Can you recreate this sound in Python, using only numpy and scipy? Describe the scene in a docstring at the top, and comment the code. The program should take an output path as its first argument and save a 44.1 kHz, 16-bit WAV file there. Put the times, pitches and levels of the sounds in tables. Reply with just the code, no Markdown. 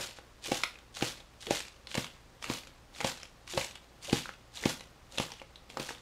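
"""Hollow thumps, about two a second, break through the crackle of an empty thin plastic bottle squeezed and let go.
In each squeeze fingertips skid and rub (filtered noise and slips), then a wall panel pops (a crack, a pulse of
air and ringing modes). Grains of wrinkling film and a sliding hiss make the crinkle, duller as the wall springs
back; creases snap as ticks with short rings, and now and then the strained wall groans on a gliding tone.
A small room rings briefly over quiet air noise and a low hum."""
import sys
import numpy as np
from scipy import signal
from scipy.fft import rfft, irfft
from scipy.io import wavfile
from scipy.ndimage import uniform_filter1d

SR = 44100
rng = np.random.default_rng(int(sys.argv[2]) if len(sys.argv) > 2 else 0)


def generate_wav(sig):
    """Save sig (samples, or channels by samples) to the path in sys.argv[1] as 16-bit PCM at SR."""
    pcm = np.round(np.clip(np.atleast_2d(sig).T, -1, 1) * 32767).astype(np.int16)
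    wavfile.write(sys.argv[1], SR, pcm)


N = 265041
TIME = np.arange(N) / SR
HIT = TIME[:4096]  # time axis of one short event (s)

# Modes of the wall and the air inside, nominal pitch and relative level: mode_hz [Hz], level_db [dB], t60_s [s]
WALL_MODES = [(141, -17.5, 0.064), (296.5, -4.5, 0.05), (377, -14.5, 0.094), (515.4, 2, 0.05),
              (695, -2.5, 0.02), (823, -0.5, 0.035), (1153, -10, 0.054)]
# One squeeze per row, timed by its pop; levels are relative, before each layer's trim: pop_s [s],
# grip_lead_s (grip before the pop) [s], grip_db (crinkle) [dB], collapse_db (crinkle) [dB], collapse_s (length) [s],
# recover_db (crinkle) [dB], buckle_s (time to buckle) [s], thump_db [dB], thump_hz [Hz],
# low_ring_db (low wall modes) [dB], upper_ring_db (upper wall modes) [dB]
SQUEEZE_COURSE = [(-.015, .1, -48, -41, .055, -57, 0.0023, -35, 229, -30, -30),
                  (0.5173, .085, -45.5, -41, .055, -55, 0.0026, -29, 255, -17, -24.5),
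                  (1.0232, .083, -49, -42, .055, -58, 0.003, -29.5, 235, -15.5, -29.5),
                  (1.507, .105, -54.5, -39.5, .06, -55, .0027, -20.5, 295, -22.5, -22.5),
                  (1.975, .09, -53.5, -43, .028, -61, 0.0068, -17.5, 186, -54, -33),
                  (2.4987, .085, -50, -43.5, .052, -61, 0.0029, -29, 199, -19.5, -34),
                  (3.0444, .1, -51, -40, .04, -54, 0.0037, -23.5, 171, -47, -24),
                  (3.5751, .1, -47.5, -39.5, .047, -58.5, 0.0023, -26, 144, -35, -22),
                  (4.1277, .107, -48, -39.5, .05, -57, 0.00378, -13, 209.6, -17.5, -26.5),
                  (4.6545, .117, -49.5, -40.5, .05, -59, 0.0048, -14.5, 218.6, -16.5, -26.5),
                  (5.1986, .085, -53.5, -42.5, .028, -56.5, 0.0023, -21.5, 190.2, -41, -26.5),
                  (5.7975, .11, -62.5, -47, .1, -57, .0026, -40, 380, -25, -41)]


def undb(db):
    """Decibels to gain."""
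    return 10 ** (np.asarray(db) / 20)


def unit(x):
    """Scale to rms 1."""
    return x / np.sqrt(np.mean(x ** 2))


def fade(t, t60):
    """Exponential decay by 60 dB in t60 seconds."""
    return np.exp(-np.log(1000) * t / t60)


def at(points, hz):
    """Read (Hz, value) points on a log-frequency axis."""
    f, value = np.transpose(points)
    return np.interp(np.log(np.maximum(hz, 1)), np.log(f), value)


def colour(x, points, size=2048):
    """Filter by a minimum-phase response of unit energy with the given (Hz, dB) spectrum."""
    spectrum_db = at(points, np.arange(size // 2 + 1) * SR / size)
    # folding the cepstrum onto positive time makes the filter causal
    cepstrum = irfft(np.log(undb(spectrum_db)))
    cepstrum[1:size // 2] *= 2
    cepstrum[size // 2 + 1:] = 0
    response = irfft(np.exp(rfft(cepstrum)))
    return signal.fftconvolve(x, response / np.linalg.norm(response))[:len(x)]


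def add(track, s, sound):
    """Mix a sound in at time s, cut to the ends of the track."""
    i = int(s * SR)
    sound, i = sound[max(-i, 0):], max(i, 0)
    track[i:i + len(sound)] += sound[:max(N - i, 0)]


def background(air_db=-59.5, hum_db=-64, hum_hz=58, octave_db=-6):
    """Quiet room air as coloured noise, and a low hum with its octave, as of a distant motor."""
    # Spectrum of the room air, relative level: pitch_hz [Hz], level_db [dB]
    air_spectrum = [(12, -37), (20, -4), (76, -6), (282, -12.5), (342, -14.5), (491, -15), (881, -17.5),
                    (1100, -15), (1580, -21), (1720, -20.5), (4950, -25.5), (8400, -32), (15500, -46)]
    air = undb(air_db) * unit(colour(rng.standard_normal(N), air_spectrum))
    phase = 2 * np.pi * hum_hz * TIME
    hum = unit(np.sin(phase) + undb(octave_db) * np.sin(2 * phase))
    return air + undb(hum_db) * hum


def room(x, wet_db=-3, build_s=0.0024, size=22050):
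    """Echoes of a small furnished room build up in a few milliseconds and die band by band."""
    # Decay of the room by frequency: band_hz [Hz], t60_s [s]
    band_t60 = [(100, 0.35), (500, 0.24), (2000, 0.26), (6000, 0.28), (14000, 0.25)]
    # Spectrum of the echoes, relative level: pitch_hz [Hz], level_db [dB]
    echo_spectrum = [(40, -6), (120, -4), (300, -4.5), (700, -2), (1500, -1), (3000, 0), (7000, -4),
                     (15000, 5.5)]
    t = TIME[:size]
    noise = rfft(rng.standard_normal(size))
    octave = np.round(np.log2(np.maximum(np.arange(len(noise)) * SR / size, 64)))
    tail = np.zeros(size)
    for k in np.unique(octave):
        band = irfft(noise * (octave == k), size)
        tail += band * fade(t, at(band_t60, 2 ** k))
    build_up = 1 - np.exp(-(t / build_s) ** 2)
    tail = colour(tail * build_up, echo_spectrum)
    return x + undb(wet_db) * signal.fftconvolve(x, tail / np.linalg.norm(tail))[:N]


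def swell(db, start, end, rise_db_per_s, fall_db_per_s):
    """Power of a level that rises until start, holds and falls after end."""
    rise_db = rise_db_per_s * np.maximum(start - TIME, 0)
    fall_db = fall_db_per_s * np.maximum(TIME - end, 0)
    return undb(db - rise_db - fall_db) ** 2


def hand():
    """Levels (dB) of flexing, rubbing and skidding as squeezes grip, collapse and recover; share of recovery."""
    close_s, close_rate = .02, 900.5  # fingers closing; rates in dB/s
    onset_s, collapse_rate, settle_rate = .014, 801, 210
    recover_s, recover_rate = .185, 180  # springing back as the fingers let go
    hold_db = -73  # film while the bottle is only held
    # the fingers rub hardest just after the pop
    rub_db, rub_hold_db, rub_lag_s, rub_rise, rub_fall = -37.5, -62, 0.0089, 308, 221
    # landing fingertips skid: level over the grip, lead before the fingers close
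    skid_over_grip_db, skid_lead_s, skid_rate = 2, 0.01, 260
    press, spring, slide, skid = 0, undb(hold_db) ** 2, undb(rub_hold_db) ** 2, 1e-18
    for s, grip_s, grip_db, collapse_db, length_s, recover_db, *_ in SQUEEZE_COURSE:
        closed = s - grip_s + close_s
        landed = closed - skid_lead_s
        rubbed = s + rub_lag_s
        skid = skid + swell(grip_db + skid_over_grip_db, landed, landed, close_rate, skid_rate)
        press = press + swell(grip_db, closed, s, close_rate, settle_rate)
        press = press + swell(collapse_db, s + onset_s, s + length_s, collapse_rate, settle_rate)
        spring = spring + swell(recover_db, s + length_s, s + recover_s, collapse_rate, recover_rate)
        slide = slide + swell(rub_db, rubbed, rubbed, rub_rise, rub_fall)
    flex_db, slide_db, skid_db = 10 * np.log10([press + spring, slide, skid])
    return flex_db, slide_db, skid_db, spring / (press + spring)


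def wall_ring(mode_db, buckle_s=0.00022, scatter=0.044):
    """The wall modes swell while a panel buckles, then ring out; denting detunes them a little."""
    hz, db, t60 = np.transpose(WALL_MODES)
    hz = hz * (1 + scatter * rng.standard_normal(len(hz)))
    t = HIT - buckle_s
    modes = -np.cos(2 * np.pi * hz[:, None] * t) * fade(np.maximum(t, 0), t60[:, None])
    return undb(db + mode_db) @ modes * np.minimum(HIT / buckle_s, 1)


def rub(rub_db, slip_rate=700, ring_db=-6):
    """Fingertips slip in small jerks, drum softly on the wall and keep its modes ringing."""
    # Spectrum of the slips on the skin of the bottle, relative level: pitch_hz [Hz], level_db [dB]
    slip_spectrum = [(40, -7), (90, -3), (170, -1), (300, -1.5), (520, -2.5), (850, -7.5), (1400, -5),
                     (2500, -10.5), (6000, -24.5)]
    jerks = (rng.random(N) < slip_rate / SR) * rng.standard_normal(N)  # slip_rate per second
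    slips = unit(jerks) * undb(rub_db)
    ring = wall_ring(mode_db=0)
    ringing = signal.fftconvolve(slips, ring / np.linalg.norm(ring))[:N]
    return colour(slips, slip_spectrum) - undb(ring_db) * ringing


def rustle(slide_db, flicker_db=6.0, size=180):
    """Skin and label slide over the film with a soft, uneven hiss."""
    flicker = unit(uniform_filter1d(rng.standard_normal(N), size))
    return unit(rng.standard_normal(N) * undb(flicker_db * flicker)) * undb(slide_db)


def fingers(rub_db, skid_db, rub_trim_db=-6):
    """Fingertips rub on the wall and skid over the film as they land."""
    # Spectrum of the skid, relative level: pitch_hz [Hz], level_db [dB]
    skid_spectrum = [(1500, -8), (3500, 6), (6500, -1), (9000, -3), (12000, -21), (15500, -20)]
    return undb(rub_trim_db) * rub(rub_db) + colour(rustle(skid_db), skid_spectrum)


def groans(waver=0.26, size=90):
    """The strained wall hums briefly with an unsteady, gliding pitch just before it gives."""
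    # Groans of the wall: start_s [s], length_s [s], start_hz [Hz], end_hz [Hz], level_db (peak) [dB]
    glides = [(0.479, 0.023, 450, 380, -40), (1.466, 0.034, 474.3, 383, -39), (3.534, 0.048, 298, 503, -39),
              (4.079, 0.034, 480, 433, -39), (4.622, 0.032, 353, 429.7, -44)]
    out = np.zeros(N)
    for s, length, start_hz, end_hz, db in glides:
        progress = np.minimum(HIT / length, 1)
        wobble = unit(uniform_filter1d(rng.standard_normal(len(HIT)), size))
        hz = (start_hz + (end_hz - start_hz) * progress) * (1 + waver * wobble)
        envelope = np.sqrt(np.abs(np.sin(np.pi * progress)))
        add(out, s, undb(db) * np.sin(2 * np.pi * np.cumsum(hz) / SR) * envelope)
    return out


def crinkle(flex_db, size_db=5.0, cycles=19, tick=0.87, size=384):
    """Countless wrinkles flip, each with its own size and pitch; harder flexing flips more of them."""
    per_second = 2600 * undb(.4 * (flex_db - flex_db.max()))
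    starts = np.flatnonzero(rng.random(N) < per_second / SR)
    chance = rng.random((len(starts), 2))
    hz = 700 + 14000 * chance[:, :1] ** 1.4
    t = TIME[:size]
    # each grain is a decaying tone plus a noise tick
    grains = np.sin(2 * np.pi * hz * t) * fade(t, cycles / hz)
    grains = grains + tick * rng.standard_normal(grains.shape) * fade(t, t60=0.0037)
    # most flips are tiny, a few stand out
    rank = np.minimum(-np.log(1 - chance[:, 1]), 3)
    # rarer flips are each stronger, so the overall level follows flex_db
    strength = unit(undb(size_db * rank)) * np.sqrt(SR / per_second[starts]) * undb(flex_db[starts])
    grains = grains * (strength / np.linalg.norm(grains, axis=1))[:, None]
    return np.bincount((starts[:, None] + np.arange(size)).ravel(), grains.ravel(), N)[:N]


def slacken(film, slack, dull_hz=4500):
    """Film that springs back is slack and sounds duller than film under pressure."""
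    dull = signal.lfilter(*signal.butter(1, dull_hz, fs=SR), film)
    return film + slack * (dull - film)


def flexing_film(flex_db, slack, crinkle_db=-1.0, rustle_db=-3.0, contrast=1.12):
    """Flipping wrinkles and sliding hiss share the colour of the film and dull as it slackens."""
    # Spectrum of the film, relative level: pitch_hz [Hz], level_db [dB]
    film_spectrum = [(200, -13.5), (700, -7.5), (1400, -2.5), (2300, 0.5), (3500, 3), (5000, 1.5),
                     (7000, 1), (9000, -5), (12000, -11), (15500, -27)]
    # wrinkles stop flipping sooner than the sliding hiss fades
    flip_db = flex_db.max() + contrast * (flex_db - flex_db.max())
    film = undb(crinkle_db) * crinkle(flip_db) + undb(rustle_db) * rustle(flex_db)
    return slacken(colour(film, film_spectrum), slack)


def crack(envelope):
    """A burst of tiny slips in stiff film, rms 1 where the envelope is 1."""
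    # Spectrum of a crack, relative level: pitch_hz [Hz], level_db [dB]
    crack_spectrum = [(150, -17), (500, -5), (900, 1), (1500, -3.5), (2500, 3.5), (4000, -1.5), (7000, -8),
                      (11000, -17.5), (15000, -35)]
    burst = colour(rng.standard_normal(len(HIT)) * envelope, crack_spectrum)
    return burst * np.linalg.norm(envelope) / np.linalg.norm(burst)


def random_creases(flex_db, tick_db=-43, facet_db=-44, nudge_db=-55, facet_hz=2900, octaves=0.51,
                   scatter_db=3, follow=0.21, busy_db=-55, count=64):
    """More creases snap at random: more often up to a flexing of busy_db, louder the harder the film flexes."""
    chance = rng.random(count)
    tick, facet, pitch = np.clip(rng.standard_normal((count, 3)).T, -2, 2)
    # equal shares of accumulated strain set the times
    strain = np.cumsum(undb(np.minimum(flex_db, busy_db)) ** 2)
    s = np.interp((np.arange(count) + chance) / count, strain / strain[-1], TIME)
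    force_db = follow * (np.interp(s, TIME, flex_db) - busy_db)
    ticks_db = tick_db + force_db + scatter_db * tick
    facets_db = facet_db + force_db + scatter_db * facet
    return list(zip(s, ticks_db, facet_hz * 2 ** (octaves * pitch), facets_db, nudge_db + force_db))


def creases(flex_db, tick_trim_db=-1.0, tick_t60=0.02, tear_s=0.00039, facet_t60=.013, spread=0.1,
            wall_trim_db=-7, rise_s=.0001, count=4):
    """A crease snaps: a tick, a cluster of short modes of the facet beside it, and a nudge to the wall."""
    # Single creases with set times, loud and faint; nominal pitch, levels before trims: start_s [s],
    # tick_db [dB], facet_hz [Hz], facet_ring_db [dB], wall_ring_db [dB]
    placed_creases = [(.187, -45, 1510, -47, -40.5), (0.46, -32.5, 3140, -32, -42),
                      (.6041, -41, 1180, -34, -49), (0.6352, -17, 2200, -14.5, -43),
                      (0.7557, -51, 2360, -35.5, -54), (0.9697, -32.5, 1290, -39, -61),
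                      (1.009, -32.5, 1420, -27, -53), (1.0241, -38, 3120, -19.5, -60),
                      (1.064, -39, 4530, -31, -36), (1.2028, -45, 3540, -45, -50),
                      (1.468, -30, 2900, -31, -59), (1.6036, -29, 2350, -52, -50),
                      (1.8711, -37, 3930, -34.5, -59), (1.914, -35, 3370, -30.5, -67),
                      (1.9432, -27, 3480, -31, -50), (1.952, -23, 1124, -27.5, -28.5),
                      (2.0435, -29, 3330, -39, -62), (2.425, -32.5, 3170, -33, -64),
                      (2.4413, -31, 1300, -26, -48), (2.443, -35, 2380, -28, -47),
                      (2.671, -40.5, 3530, -63, -48.5), (2.9485, -47, 3950, -39.5, -60),
                      (3.0049, -29, 2203, -27, -31.5), (3.011, -27.5, 1445, -28, -31.5),
                      (3.2314, -36, 5400, -38, -48), (3.4759, -36.5, 4050, -39, -60),
                      (3.5366, -33.5, 3517, -34, -40), (3.6113, -50, 2330, -23.5, -50),
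                      (3.755, -37.5, 3180, -35, -64), (4.097, -29.5, 3165, -33, -35),
                      (4.257, -39, 1387, -32, -43), (4.292, -42, 1456, -31.5, -43.5),
                      (4.5724, -43, 3700, -30, -52), (4.637, -31, 1908, -25, -43),
                      (4.7006, -38, 3760, -30, -31.5), (4.807, -36, 3710, -37, -42.5),
                      (5.176, -34, 3310, -29, -46), (5.183, -22, 3000, -16.5, -28.5),
                      (5.3189, -35, 5184, -37, -46), (5.4167, -48, 2300, -37.5, -38),
                      (5.5577, -47, 3800, -35, -67), (5.7, -38, 2880, -37, -47),
                      (5.7711, -31, 1300, -26, -28), (5.891, -34, 1692, -28, -40),
                      (5.907, -41, 2732, -38, -33)]
    out = np.zeros(N)
    for s, click_db, hz, facet_db, nudge_db in placed_creases + random_creases(flex_db):
        detune = np.linspace(-1, 1, count) + rng.uniform(-0.051, 0.31, count)
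        facet_hz = hz * np.exp(spread * detune)
        cycles = facet_hz[:, None] * HIT + rng.random((count, 1))
        facet = np.sin(2 * np.pi * cycles).sum(0) / np.sqrt(count)
        add(out, s, undb(facet_db) * facet * fade(HIT, facet_t60) * (1 - np.exp(-HIT / rise_s)))
        tick = crack(fade(HIT, tick_t60) * (1 - np.exp(-HIT / tear_s)))
        add(out, s, undb(click_db + tick_trim_db) * tick)
        add(out, s, wall_ring(nudge_db + wall_trim_db))
    return out


def pops(crack_db=12.5, crack_t60=0.033, ring_db=-4.5, shove_db=-3.0, sway_db=-20, sway_hz=55, sway_t60=0.052):
    """A panel rim cracks in step with the collapse level; the panel flips, shoves air, rings and jolts the bottle."""
    out = np.zeros(N)
    wall_hz = np.transpose(WALL_MODES)[0]
    for s, _, _, collapse_db, _, _, buckle_s, thump_db, thump_hz, low_db, upper_db in SQUEEZE_COURSE:
        rim = crack(fade(np.maximum(HIT - buckle_s / 2, 0), crack_t60))
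        add(out, s, undb(collapse_db + crack_db) * rim)
        # the shove is one short pulse centred on the end of the buckling
        swing = (np.pi * thump_hz * (HIT - HIT.mean())) ** 2
        shove = (2 * swing - 1) * np.exp(-swing)
        add(out, s + buckle_s - HIT.mean(), undb(thump_db + shove_db) * shove)
        # where the panel sits decides which modes it drives
        mode_db = at([(300, low_db), (515, upper_db)], wall_hz)
        add(out, s, wall_ring(mode_db + ring_db, buckle_s))
        sway = np.sin(2 * np.pi * sway_hz * HIT) * fade(HIT, sway_t60)
        add(out, s + buckle_s, undb(thump_db + sway_db) * sway)
    return out


def scene():
    """The hand works the bottle in its room, over the background."""
    flex_db, rub_db, skid_db, slack = hand()
    bottle = fingers(rub_db, skid_db) + groans() + flexing_film(flex_db, slack) + creases(flex_db) + pops()
    return (room(bottle) + background())[None]


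def record(dry, top_hz=15600):
    """A steep elliptic low-pass cuts the top."""
    return signal.sosfilt(signal.ellip(10, .2, 70, top_hz, fs=SR, output="sos"), dry)


dry = scene()
out = record(dry)
generate_wav(out)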